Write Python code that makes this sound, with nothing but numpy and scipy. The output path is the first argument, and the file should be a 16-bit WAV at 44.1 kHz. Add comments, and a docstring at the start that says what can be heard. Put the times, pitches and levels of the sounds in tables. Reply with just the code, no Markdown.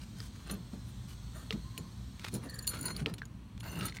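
"""A loose metal faucet is twisted by hand in its hole in a brick wall, close up, over low outdoor rumble.
First its flange scrapes lightly over mortar and clinks, ringing the casting; at 1.5 s the pipe knocks
hard and thuds in the wall. From 2.2 s the grinding thickens, with clinks, thin squeaks and ticks of the
handle and its card tag, up to a second hard knock just after 3 s, while a faint hiss sinks away.
After a short lull, a last bout of grinding, clinking and ticking starts at 3.6 s."""
import sys
import numpy as np
from scipy import signal
from scipy.fft import rfft, irfft
from scipy.io import wavfile

SR = 44100
rng = np.random.default_rng(int(sys.argv[2]) if len(sys.argv) > 2 else 0)


def digitize_waveform(pressure):
    """Quantize a signal to 16-bit integers and store it at the path in sys.argv[1].

    Rows of a 2-D input are taken as channels; values are limited to [-1, 1].
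    """
    field = np.atleast_2d(pressure).T
    bounded = np.clip(field, -1, 1)
    quanta = np.round(bounded * 32767).astype(np.int16)
    wavfile.write(sys.argv[1], SR, quanta)


N = 176400

# Twists of the flange on mortar: (start [s], length [s], peak position [0-1], grit level [dB],
# ring level [dB], flange side [0-1], brightness [dB/octave])
TWISTS = [(0, 0.052, 0.7, -54, -76, 1, 3), (0.151, 0.16, 0.3, -54, -74, 0.7, 4.5),
          (0.322, 0.16, 0.3, -59.5, -73, .8, 1.5), (0.457, 0.12, 0.34, -48.5, -60.5, 0.8, -2),
          (0.717, 0.053, 0.4, -60, -74, .5, 3.5), (0.861, 0.055, .5, -65, -64.5, 0.7, 9),
          (1.075, 0.074, 0.47, -52.5, -65.5, 1, 3.5), (1.327, 0.17, 0.18, -56.5, -59.5, .5, -3),
          (2.18, 0.12, 0.88, -49.5, -67, .5, 2), (2.312, 0.086, .35, -49.5, -58, 0.7, 6.5),
          (2.411, 0.063, 0.67, -49, -57, 0.5, -4), (2.478, 0.53, 0.12, -59.5, -64, .1, -5.5),
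          (2.674, 0.17, 0.43, -46, -55.5, .1, -1.5), (2.819, .12, 0.56, -42.5, -49.5, 0.6, -3.5),
          (2.928, 0.11, .75, -46.5, -59.5, 0.4, 0), (3.057, 0.1, 0.15, -50, -76, .5, -3),
          (3.622, 0.21, 0.2, -46, -54.5, 0.5, -4), (3.75, .17, 0.53, -43, -54, 0.5, -.5),
          (3.937, 0.045, 0.7, -45, -73, 0.68, 2)]
# EQ of the grit: (frequency [Hz], gain [dB])
GRIT_EQ = [(30, -40), (120, -12.5), (400, 0.5), (750, -5.5), (1270, 1.5), (1600, 1), (2200, -3.5),
           (2780, -3), (3400, -5), (4200, -3.5), (5500, -10.5), (8500, -15.5), (12000, -23.5), (16000, -25)]
GRIT_RIPPLE_DB, GRIT_RIPPLE_HZ = 4.5, 130

def scrape(start, length, peak, grit_db, ring_db, side, tilt_db):
    """One twist: grains crunch under the flange and keep the casting ringing."""
    size = SR // 4
    pressure = np.interp(np.arange(size) / SR / length, [0, peak, 1], [0, 1, 0]) ** 0.82
    force = grains(size)
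    sound = casting(force * pressure, side)
    sound *= amp(ring_db) * np.linalg.norm(pressure) / np.linalg.norm(sound)
    grit = colour(ripple(force, GRIT_RIPPLE_DB, GRIT_RIPPLE_HZ), GRIT_EQ, tilt_db)
    sound[:size] += amp(grit_db) * grit * pressure
    return start, sound


def grains(size, per_second=1300, spread_db=1.5, clump_db=3, clump_s=0.00698):
    """Clumped clicks of sand grains catching and breaking."""
    breaks = rng.random(size) < per_second / SR
    strength = np.minimum(rng.exponential(1, size), 4)
    sign = rng.choice([-1., 1.], size)
    return unit(breaks * sign * amp(spread_db * strength + clump_db * wander(size, clump_s)))


# Flange hits on brick: (time [s], drive [dB], flange side [0-1], ring length [x], chatter [s])
FLANGE_CLINKS = [(.470, -52, 0.6, 0.45, .003), (.508, -36, 0.8, 0.57, 0.0032),
                 (0.52, -40.5, 0.7, .5, 0.0016), (.536, -44, 0.8, .5, 0.0023),
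                 (1.776, -37.5, 0.52, 0.6, 0.0016), (2.338, -35.5, 0.08, 0.43, 0.0021),
                 (2.350, -46, 0.4, 0.19, 0.0049), (2.4955, -45, 0.5, 0.6, .0012),
                 (2.505, -52, 0, 0.45, 0.0014), (2.542, -44, 0.08, 0.27, 0.0011),
                 (2.554, -47, .1, 0.28, 0.0018), (2.587, -33, 0.38, 0.21, 0.0031),
                 (2.6238, -43, 0.3, 0.54, .0013), (2.668, -31, 0.35, 0.85, 0.0017),
                 (2.674, -23, 0, 0.45, 0.0014), (2.688, -33.5, 0.5, 1.33, 0.0026),
                 (2.744, -44.5, 0.3, 0.43, 0.0016), (2.787, -47, 0.03, .6, 0.0025),
                 (2.810, -39, 0.45, 0.5, 0.00072), (2.826, -40, 0.2, 0.78, 0.0018),
                 (2.854, -33.5, 0.3, 1.53, 0.0011), (2.964, -41, 0.4, 0.68, 0.00095),
                 (3.094, -54, 0.9, .4, 0.0016), (3.137, -44.5, 0.73, 0.53, .002),
                 (3.252, -52.5, 0.6, .4, 0.0014), (3.597, -42, 0.55, 0.3, 0.0057),
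                 (3.632, -55, 0.5, .8, 0.0023), (3.673, -56, 0.8, 0.67, 0.0016),
                 (3.714, -43.5, 0.9, 0.55, 0.003), (3.755, -49, 0.9, 0.41, 0.0014),
                 (3.787, -46, 0.7, 1.1, 0.0014), (3.8528, -32.5, 0.8, 0.76, 0.0014),
                 (3.861, -39, 1, 0.93, 0.0023)]

def clink(start, db, side, ring, chatter):
    """The flange slips and chatters against brick for a few milliseconds, ringing the casting."""
    age = np.arange(SR // 30) / SR / chatter
    force = rng.standard_normal(len(age)) * (age * np.exp(-age)) ** 2
    return start, amp(db) * casting(force, side, ring) / 2


# The faucet's metallic ring, struck from either side of the flange:
# (frequency [Hz], level from side 0 [dB], level from side 1 [dB], t60 at ring length 1 [s])
CASTING_MODES = [(2900, -7.5, -17, 0.039), (4245, -8.5, -5, 0.19), (4510, 4, -14, 0.039),
                 (6210, -12, -4, 0.049), (7000, -1, -13, 0.17), (7200, 1, -14, 0.059), (8730, 1, 1, 0.037),
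                 (8900, -15, -22, 0.015), (9495, -11.5, -16, 0.13), (9685, 3, 1.5, 0.053),
                 (10330, -6, -17, 0.022), (10450, -3, -24.5, 0.23), (11000, -2, -14, 0.043),
                 (12320, 3, -16.5, 0.077), (12550, -25, -8, .03), (12700, -16, 2, .055),
                 (14100, -17, 1, 0.049), (15360, -1.5, -3, 0.03), (14650, 3, -14, 0.03)]

def casting(force, side, ring=1, attack_s=0.00043, detune=.002, spread_db=4.5):
    """A force rings the faucet's modes, a little differently each time; a low ring is a damping grip."""
    t = np.arange(SR // 3) / SR
    attack = 1 - np.exp(-t / attack_s)
    sound = 0
    for hz, side0_db, side1_db, t60 in CASTING_MODES:
        pitch = hz * (1 + detune * rng.standard_normal())
        mode = attack * np.exp(-np.log(1000) * t / (t60 * ring)) * np.sin(2 * np.pi * pitch * t)
        rung = signal.fftconvolve(force, mode)
        gain = amp(side0_db + side * (side1_db - side0_db) + spread_db * rng.standard_normal())
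        sound += gain * rung * np.linalg.norm(mode) / np.linalg.norm(rung)
    return sound


# Dry knocks and ticks of pipe, handle and tag:
# (time [s], tone level [dB], pitch [Hz], decay [s], crunch level [dB], crunch decay [s])
DRY_KNOCKS = [(.203, -24, 4800, 0.00064, -47, .005), (.499, -31, 4060, 0.00094, -65, 0.0032),
              (0.51, -48, 3000, 0.00059, -66, 0.0056), (1.507, -7.5, 2970, 0.0004, -39.5, 0.0061),
              (1.525, -27, 2050, 0.0011, -41.5, 0.01), (1.7774, -23.5, 2830, 0.00075, -44.5, 0.0074),
              (2.195, -43, 3250, 0.00034, -40.5, 0.0027), (2.244, -34, 1380, .001, -36, 0.0043),
              (2.2477, -39, 3160, 0.00025, -30.5, 0.0022), (2.266, -33, 1280, 0.0013, -46, .005),
              (2.284, -44, 3000, .0006, -47.5, 0.0018), (2.645, -40, 2640, .001, -50, .003),
              (2.675, -31, 4750, 0.0021, -41, 0.0046), (2.883, -21.5, 4540, 0.00062, -53, 0.0026),
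              (2.965, -24.5, 4460, 0.0012, -50, .002), (3.0602, -5.5, 2760, 0.00044, -37.5, 0.0055),
              (3.139, -27.5, 2470, 0.00055, -41.5, 0.0031), (3.1813, -37, 3000, .0005, -46, 0.0091),
              (3.2185, -25, 1670, 0.0016, -55, 0.007), (3.231, -43, 1580, 0.0062, -62, 0.0033),
              (3.254, -42, 6800, 0.0022, -53, 0.004), (3.578, -35, 3600, .0005, -45.5, 0.0012),
              (3.606, -39, 3100, 0.0009, -44.5, .003), (3.64, -41, 2000, 0.0014, -50.5, 0.006),
              (3.756, -38, 2820, .001, -53, 0.0041), (3.809, -24.5, 2830, 0.00095, -39, 0.0046),
              (3.883, -34, 2025, 0.0022, -41, 0.0061), (3.897, -26, 4170, 0.0005, -48, 0.0046),
              (3.9234, -32.5, 2050, 0.0012, -50, 0.0042), (3.9689, -29, 2140, 0.0011, -43, 0.0012),
              (3.986, -32, 2100, .0015, -56, 0.0035)]
# The pipe's body under every knock: (frequency [Hz], level relative to the tone [dB], decay [s])
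PIPE_MODES = [(441, -31, 0.019), (1258, -33, 0.0067), (4140, -14.5, 0.00091)]
# EQ of the mortar crunch: (frequency [Hz], gain [dB])
CRUNCH_EQ = [(300, -4), (1200, -0.5), (2500, 4), (4200, 2), (5800, -4), (8000, -11), (12000, -18),
             (16000, -16)]

def knock(start, db, hz, decay, crunch_db, crunch_decay, attack_s=0.00039):
    """A hard, damped contact that the pipe answers, with a short tail of crunching mortar."""
    t = np.arange(SR // 16) / SR
    attack = 1 - np.exp(-(t / attack_s) ** 2)
    modes = [(hz, 0, decay), *PIPE_MODES]
    ring = sum(amp(level) * np.sin(2 * np.pi * f * t) * np.exp(-t / tau) for f, level, tau in modes)
    grit = ripple(rng.standard_normal(len(t)), GRIT_RIPPLE_DB, GRIT_RIPPLE_HZ)
    crunch = colour(grit, CRUNCH_EQ) * np.exp(-t / crunch_decay)
    return start, attack * (amp(db) * ring + amp(crunch_db) * crunch)


# Low thuds of the pipe: (time [s], attack [s], decay [s], level [dB], pitch [Hz], noise share [0-1])
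PIPE_THUDS = [(.50, 0.029, 0.049, -37.5, 193, 0.76), (.73, 0.0051, 0.029, -39, 198, 1),
              (1.524, 0.027, 0.023, -34, 202.7, 0.64), (1.775, 0.014, 0.037, -41, 168.6, 0.64),
              (2.32, 0.031, 0.036, -34, 185.3, 0.92), (2.429, 0.04, 0.016, -42.5, 278, 0.62),
              (2.69, 0.13, 0.36, -44, 183, 0.93), (3.008, 0.0092, 0.026, -33, 154.6, 0.42),
              (3.061, 0.0091, 0.016, -37, 314, 0.9), (3.10, 0.019, 0.021, -38.5, 176.5, 0.5),
              (3.66, 0.18, .04, -37.5, 168, 0.96)]
# Pitch-tracking EQ of the rattle: (frequency [x pitch], gain [dB])
RATTLE_EQ = [(.1, -36), (.3, -10), (.6, -3.5), (1, 0), (1.35, -7), (2.2, -13), (3.5, -25), (8, -33),
             (25, -68)]

def thud(start, attack, decay, db, hz, noise_share):
    """The pipe judders in the wall: one low mode in a dull rattle."""
    t = np.arange(SR // 2) / SR
    envelope = np.minimum(t / attack, 1) * np.exp(-np.maximum(t - attack, 0) / decay)
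    rattle = colour(rng.standard_normal(len(t)), [(ratio * hz, gain) for ratio, gain in RATTLE_EQ])
    tone = unit(np.sin(2 * np.pi * hz * t))
    body = envelope * (np.sqrt(noise_share) * rattle + np.sqrt(1 - noise_share) * tone)
    return start, amp(db) * body * np.linalg.norm(envelope) / np.linalg.norm(body)


# Singing metal: (start [s], length [s], first pitch [Hz], last pitch [Hz], bandwidth [Hz], level [dB])
METAL_SQUEAKS = [(1.324, 0.13, 1270, 1240, 155, -61), (1.59, 0.33, 1047, 1057, 40, -62),
                 (2.419, 0.28, 1850, 1684, 164, -56), (2.486, .03, 4400, 4450, 200, -50),
                 (2.535, 0.02, 4480, 4620, 210, -51.5), (2.587, 0.011, 4550, 4620, 190, -42),
                 (2.828, .17, 4245, 4220, 12.3, -51), (3.635, 0.28, 2740, 2840, 150, -53.5),
                 (3.669, 0.087, 6150, 6060, 134, -58.5)]

def squeak(start, length, first_hz, last_hz, width, db):
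    """A thin, unsteady friction tone that glides as it swells and fades."""
    progress = np.arange(0, length, 1 / SR) / length
    glide = first_hz + (last_hz - first_hz) * progress
    return start, amp(db) * np.sin(np.pi * progress) * unsteady(glide, width)


# EQ of the outdoor bed: (frequency [Hz], gain [dB])
RUMBLE_EQ = [(20, -40), (35, -26), (48, -6), (58, -4), (78, -4.5), (118, -2), (150, -8.5), (195, -5.5),
             (270, -14), (430, -30.5), (750, -33.5), (1020, -28.5), (1500, -37), (3000, -38.5),
             (5500, -54.5), (9500, -51.5), (16000, -58.5)]
# Drone in the bed: (pitch [Hz], level [dB])
HUM_TONES = [(58.5, -52.5), (118, -53.5)]

def rumble(noise_db=-48, hum_width_hz=7):
    """Steady, bass-heavy outdoor noise with two wavering hum tones."""
    noise = amp(noise_db) * colour(rng.standard_normal(N), RUMBLE_EQ)
    hum = sum(amp(db) * unsteady(np.full(N, hz), hum_width_hz) for hz, db in HUM_TONES)
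    return noise + hum


# EQ of the hiss: (frequency [Hz], gain [dB])
HISS_EQ = [(1500, -1), (2800, -4.5), (3300, 3.5), (3800, 2), (4250, 7), (4900, -4.5), (6000, 0.5),
           (7400, -6), (8500, 0.5), (9400, -13.5), (12000, -12.5), (16000, -14)]
# Fader ride of the hiss: (time [s], level [dB])
HISS_FADER = [(0, -61), (.7, -61.5), (1.5, -60), (2.15, -61.5), (2.5, -61.5), (3.2, -73), (4, -68.5)]

def hiss(hop_s=.18):
    """Faint hiss that dips in the second half; crossfaded noise patches make its colour drift."""
    bed = np.zeros(N + SR)  # one second of pre-roll
    size = round(2 * hop_s * SR)
    window = np.sin(np.pi * np.arange(size) / size)
    for start in np.arange(0, N / SR + 1, hop_s):
        add(bed, start, window * ripple(rng.standard_normal(size), depth_db=3.4, spacing_hz=80))
    fader_db = np.interp(np.arange(N) / SR, *np.transpose(HISS_FADER))
    return colour(bed[SR:], HISS_EQ) * amp(fader_db)


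def amp(db):
    """Decibels to gain."""
    return 10 ** (np.asarray(db) / 20)


def unit(x):
    """Scales to rms 1."""
    return x / np.sqrt(np.mean(x ** 2) + 1e-20)


def add(mix, start, sound):
    """Mixes a sound in at start seconds."""
    part = mix[max(round(start * SR), 0):][:len(sound)]
    part += sound[:len(part)]


def colour(x, eq, tilt_db=0):
    """EQ through (frequency [Hz], gain [dB]) points, plus a tilt per octave; rms 1."""
    hz, db = np.transpose(eq)
    octave = np.log2(np.fft.rfftfreq(len(x), 1 / SR) + 1)
    curve = np.interp(octave, np.log2(hz), db)
    tilt = tilt_db * np.clip(octave, np.log2(hz[0]), np.log2(hz[-1]))
    return unit(irfft(rfft(x) * amp(curve + tilt), len(x)))


def ripple(x, depth_db, spacing_hz):
    """Many small, close resonances: random peaks and dips in the spectrum."""
    hz = np.fft.rfftfreq(len(x), 1 / SR)
    bumps = np.interp(hz / spacing_hz, np.arange(2048), rng.standard_normal(2048))
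    return irfft(rfft(x) * amp(depth_db * bumps), len(x))


def wander(size, step_s):
    """Smooth random modulation with a spread of about 1."""
    steps = np.arange(size) / (step_s * SR)
    return np.interp(steps, np.arange(4096), rng.standard_normal(4096))


def unsteady(hz, width):
    """A tone along the curve hz whose strength and phase drift; rms 1."""
    drift = wander(len(hz), .5 / width) + 1j * wander(len(hz), .5 / width)
    return unit((drift * np.exp(2j * np.pi * np.cumsum(hz) / SR)).real)


def scene():
    """Every faucet cue laid over the outdoor bed, in mono."""
    mix = rumble() + hiss()
    layers = [(clink, FLANGE_CLINKS), (knock, DRY_KNOCKS), (thud, PIPE_THUDS),
              (scrape, TWISTS), (squeak, METAL_SQUEAKS)]
    for source, cues in layers:
        for cue in cues:
            add(mix, *source(*cue))
    return mix[None]


def record(dry):
    """A steep high cut just under 16 kHz."""
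    high_cut = signal.firwin(511, 15950, window=("kaiser", 9), fs=SR)
    return signal.oaconvolve(dry, high_cut[None], "same")


dry = scene()
out = record(dry)
digitize_waveform(out)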